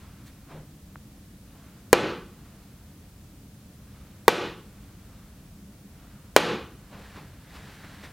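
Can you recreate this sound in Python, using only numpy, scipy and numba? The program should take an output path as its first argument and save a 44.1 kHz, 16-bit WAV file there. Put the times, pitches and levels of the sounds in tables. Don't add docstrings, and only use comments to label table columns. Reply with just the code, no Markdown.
import sys
import numpy as np
from scipy import signal
from scipy.fft import rfft, irfft
from scipy.io import wavfile
from scipy.ndimage import uniform_filter1d, minimum_filter1d
from numba import njit

SR = 44100
rng = np.random.default_rng(int(sys.argv[2]) if len(sys.argv) > 2 else 0)


def to_wav(sig):
    pcm = np.clip(np.atleast_2d(sig), -1, 1) * 32767
    pcm = np.round(pcm).astype(np.int16)
    wavfile.write(sys.argv[1], SR, pcm.T)


N = 358091
TIME = np.arange(N) / SR


def undb(db):
    return 10 ** (np.asarray(db) / 20)


def unit(x):
    return x / np.sqrt(np.mean(x ** 2))


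def colour(x, points, tilt_db=0):
    octave = np.log2(np.fft.rfftfreq(len(x), 1 / SR) + 1)
    hz, db = np.transpose(points)
    curve_db = np.interp(octave, np.log2(hz), db) + tilt_db * octave
    return irfft(rfft(x) * undb(curve_db), len(x))


def fade(t, t60):
    return np.exp(-np.log(1000) * t / t60)


def add(out, at, sound):
    i = int(at * SR)
    out[i:i + len(sound)] += sound[:len(out) - i]


# frequency in Hz, level in dB.
RUMBLE_COLOUR = [(12, -41.5), (20, -19), (54, -1.5), (175, -6.5), (207, -3), (238, -14), (274, -10),
                 (324, -14.5), (352, -21.5), (478, -22), (767, -27.5), (834, -29.5), (1870, -32.5),
                 (2090, -34), (15500, -38.5)]


def background(rumble_db=-48, hiss_side_db=-62):
    rumble = undb(rumble_db) * unit(colour(rng.standard_normal(N), RUMBLE_COLOUR))
    hiss = undb(hiss_side_db) * rng.standard_normal(N)
    return rumble + hiss * np.array([[1], [-1]])


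# frequency in Hz, level in dB.
SCUFF_COLOUR = [(60, -20.5), (170, -1), (450, 0), (800, 2), (1500, -1.5), (2300, -3), (4200, -8),
                (6000, -15.5), (10000, -22), (16000, -29.5)]


def rub(count, tilt_db, hz, grain_db=1.0, peak_db=5):
    slow_noise = uniform_filter1d(rng.standard_normal(count), size=400)
    grain = undb(grain_db * unit(slow_noise))
    noise = colour(grain * rng.standard_normal(count), SCUFF_COLOUR, tilt_db)
    resonance = [(hz / np.sqrt(2), 0), (hz, peak_db), (hz * np.sqrt(2), 0)]
    return unit(colour(noise, resonance))


def stroke(at, db, rise_s, fall_s, tilt_db, hz):
    out, start = np.zeros(N), max(at - .5, 0)
    t = TIME[:2 * SR] + start - at
    swell = np.exp(-(np.minimum(t, 0) / rise_s) ** 2 - np.maximum(t, 0) / fall_s)
    add(out, start, undb(db) * swell * rub(len(t), tilt_db, hz))
    return out


# time of the peak in seconds, level in dB.
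FIDGET_TIMES = [(0.02, -57.5), (5.15, -62.5)]


def sleeves(swing_lead_s=0.29, swing_db=-60, drop_lag_s=0.56, drop_db=-61):
    swings = [(at - swing_lead_s, swing_db) for at, *_ in DART_HITS]
    drops = [(at + drop_lag_s, drop_db) for at, *_ in DART_HITS]
    out = np.zeros(N)
    for at, db in [*swings, *drops, *FIDGET_TIMES]:
        out += stroke(at, db, rise_s=0.17, fall_s=0.36, tilt_db=-0.4, hz=1330)
    return out


# time of the peak in seconds, level in dB.
WALK_SWISHES = [(7.06, -52), (7.58, -51.5), (7.73, -52.5), (7.96, -52.5)]
# time of the peak in seconds, level in dB, tilt in dB per octave.
CLOTH_BRUSHES = [(0.28, -53.5, 6.5), (7.85, -47, -1), (8.05, -43, 0.5)]


def clothes():
    out = np.zeros(N)
    for at, db in WALK_SWISHES:
        out += stroke(at, db, rise_s=0.12, fall_s=0.3, tilt_db=1, hz=1660)
    for at, db, tilt_db in CLOTH_BRUSHES:
        out += stroke(at, db, rise_s=0.022, fall_s=0.02, tilt_db=tilt_db, hz=1810)
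    return out


# time in seconds, sole scuff level in dB, scuff tilt in dB per octave,
# heel level in dB, floor pitch in Hz.
FOOTSTEPS = [(0.522, -47.5, -3, -37.5, 154), (6.95, -46, -3, -43.5, 202.2), (7.175, -46, -1, -44, 151),
             (7.565, -49, 1, -48, 147.5)]


def steps(heel_rise_s=0.024, floor_t60_s=0.66, roll_lag_s=0.05, roll_db=-8):
    out, t = np.zeros(N), TIME[:SR]
    boom = (1 - np.exp(-t / heel_rise_s)) * fade(t, floor_t60_s)
    for at, sole_db, tilt_db, heel_db, hz in FOOTSTEPS:
        out += stroke(at, sole_db, rise_s=0.034, fall_s=0.035, tilt_db=tilt_db, hz=1110)
        add(out, at, undb(heel_db) * boom * np.sin(2 * np.pi * hz * t))
        out += stroke(at + roll_lag_s, heel_db + roll_db, rise_s=0.054, fall_s=0.05, tilt_db=-5, hz=464)
    return out


def small_tick(at=0.9575, db=-24, hz=1350, t60=0.0033, thin_hz=550, dull_hz=2600):
    out, t = np.zeros(N), TIME[:SR // 20]
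    tick = -undb(db) * fade(t, t60) * np.sin(2 * np.pi * hz * t)
    band = signal.butter(2, [thin_hz, dull_hz], "band", fs=SR, output="sos")
    add(out, at, signal.sosfilt(band, tick))
    return out


# time in seconds, level in dB, pitch in Hz, time to fade by 60 dB in seconds.
RIM_TOUCHES = [(1.9294, -6, 7220, 0.0097), (4.291, -10.5, 5960, 0.0088), (6.372, -11, 6030, .01),
               (6.3768, -13, 9150, 0.0084)]


def rim_ticks(rasp_db=-6):
    out, t = np.zeros(N), TIME[:SR // 10]
    for at, db, hz, t60 in RIM_TOUCHES:
        tone = np.sin(2 * np.pi * hz * t)
        rasp = undb(rasp_db) * rng.standard_normal(len(t))
        add(out, at, undb(db) * fade(t, t60) * (tone + rasp))
    return out


# frequency in Hz, time to fade by 60 dB in seconds, then the level in dB before filtering
BOARD_MODES = [(208.0, 0.05, -22.0, -18.0, -19.0), (429.0, 0.039, -8.0, -23.0, -13.0),
               (472.0, 0.045, -4.0, -3.0, -9.0), (585.0, 0.027, -15.0, -4.0, -1.0),
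               (704.0, 0.033, -9.0, -11.0, -6.0), (812.0, 0.031, -6.0, -4.0, -7.0),
               (916.0, 0.035, -20.0, -2.0, -8.0), (993.0, 0.034, -7.0, -11.0, -10.0),
               (1098.0, 0.022, -17.0, -2.0, -16.0), (1304.0, 0.03, -11.0, -14.0, -12.0),
               (1468.0, 0.038, -15.0, -12.0, -10.0), (1624.0, 0.029, -10.0, -11.0, -16.0),
               (1901.0, 0.037, -13.0, -8.0, -17.0), (2343.0, 0.055, -14.0, -10.0, -11.0),
               (2778.0, 0.041, -16.0, -15.0, -13.0), (3225.0, 0.045, -19.0, -13.0, -10.0),
               (3688.0, 0.023, -14.0, -5.0, -9.0), (4207.0, 0.025, -10.0, -6.0, -18.0),
               (5350.0, 0.018, -13.0, -16.0, -9.0)]
# frequency in Hz, level in dB.
SNAP_COLOUR = [(200, -14), (1500, -7), (4000, 1.5), (5500, 2), (7500, -0.5), (11000, -3), (16000, -6.5)]


def knock(mode_dbs, contact_ms, snap_db, snap_t60=0.012):
    t = TIME[:SR // 4]
    board = np.zeros(len(t))
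    for (hz, t60, *_), db in zip(BOARD_MODES, mode_dbs):
        board -= undb(db) * fade(t, t60) * np.cos(2 * np.pi * hz * t)
    board = signal.sosfilt(signal.butter(1, 170, "high", fs=SR, output="sos"), board)
    push = t * np.exp(-t / (contact_ms / 1000))
    pushed_board = signal.fftconvolve(board, push / push.sum())[:len(t)]
    snap = unit(colour(rng.standard_normal(len(t)), SNAP_COLOUR)) * fade(t, snap_t60)
    return pushed_board + undb(snap_db) * snap


# time in seconds, knock level in dB, contact time in milliseconds,
# magnet snap in dB relative to the knock level, echo level in dB, echo tilt in dB per octave.
DART_HITS = [(1.93, 12, 0.051, -13, -0.5, -0.8), (4.2806, 10.5, 0.068, -12, -2.1, 0.23),
             (6.3635, 10.5, 0.053, -8, 0.5, -0.03)]


def darts():
    out = np.zeros(N)
    _, _, *spots = np.transpose(BOARD_MODES)
    for (at, db, contact_ms, snap_db, *_), mode_dbs in zip(DART_HITS, spots):
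        add(out, at, undb(db) * knock(mode_dbs, contact_ms, snap_db))
    return out


# frequency in Hz, level in dB relative to the echo level, time to fade by 60 dB in seconds.
LINGERING_TONES = [(360, -23.5, 0.61), (436.6, -20.5, 0.48), (483.6, -13.5, 0.39), (851, -23, 0.44),
                   (945, -27.5, 0.36), (1029, -26, 0.18), (1084, -29, 0.51), (1478, -29.5, 0.52),
                   (1910, -26.5, .3), (2324, -24.5, 0.28), (2636, -33.5, 0.27), (2746, -29, 0.4),
                   (3260, -27.5, 0.22)]


def ringing():
    out, t = np.zeros(N), TIME[:SR]
    ring = sum(undb(db) * fade(t, t60) * np.sin(2 * np.pi * hz * t) for hz, db, t60 in LINGERING_TONES)
    for at, *_, echo_db, _ in DART_HITS:
        add(out, at, undb(echo_db) * ring)
    return out


# centre of the band in Hz,
# level in dB before the early boost and echo settings, time to fade by 60 dB in seconds.
ROOM_BANDS = [(60.7, -20, 0.51), (153, -2.5, 0.59), (270, -5.5, .6), (355, 7.5, 0.47), (460, 8, 0.48),
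              (610, 4.5, 0.36), (1019, -4, 0.52), (1750, -4.5, 0.45), (2870, -7.5, 0.47), (4300, -11, 0.44),
              (5050, -16, 0.43), (7960, -22, 0.29), (11100, -27, 0.33), (16000, -41, 0.21)]


def room(build_s=0.0037, early_db=1, early_t60=0.06, patchy_db=2):
    out, t = np.zeros(N), TIME[:SR]
    octave = np.log2(np.fft.rfftfreq(SR, 1 / SR) + 1)
    centres = np.log2([row[0] for row in ROOM_BANDS])
    build_up = 1 - np.exp(-(t / build_s) ** 2)
    onset = build_up * (1 + undb(early_db) * fade(t, early_t60))
    ripple_db = patchy_db * unit(uniform_filter1d(rng.standard_normal(len(octave)), size=60))
    for at, *_, echo_db, tilt_db in DART_HITS:
        tilt_curve_db = tilt_db * (octave - np.log2(1000))
        noise = rfft(rng.standard_normal(SR)) * undb(echo_db + ripple_db + tilt_curve_db)
        for band, (_, db, t60) in zip(np.eye(len(ROOM_BANDS)), ROOM_BANDS):
            band_noise = irfft(noise * np.interp(octave, centres, band), SR)
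            add(out, at, undb(db) * onset * fade(t, t60) * band_noise)
    return out


def scene():
    thrower = sleeves() + clothes() + steps()
    board = rim_ticks() + darts() + ringing() + room()
    return background() + thrower + small_tick() + board


@njit
def follow(size, attack, release):
    out, e = np.empty(len(size)), 0.
    for i in range(len(size)):
        e += (size[i] - e) * (attack if size[i] > e else release)
        out[i] = e
    return out


def record(dry, top_db=-6.5, attack_s=0.0019, hold_s=0.028, release_s=0.081, slew_s=0.0014, top_hz=15900):
    level = follow(np.abs(dry).max(axis=0), 1 / (attack_s * SR), 1 / (release_s * SR))
    needed = 1 / np.maximum(level / undb(top_db), 1)
    half = int(hold_s * SR / 2)
    wanted = minimum_filter1d(needed, 2 * half + 1, origin=half)
    gain = 1 - follow(1 - wanted, 1 / (slew_s * SR), 1 / (slew_s * SR))
    clipped = np.clip(dry * gain, -1, 1)
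    return signal.sosfilt(signal.ellip(8, .05, 60, top_hz, fs=SR, output="sos"), clipped)


dry = scene()
out = record(dry)
to_wav(out)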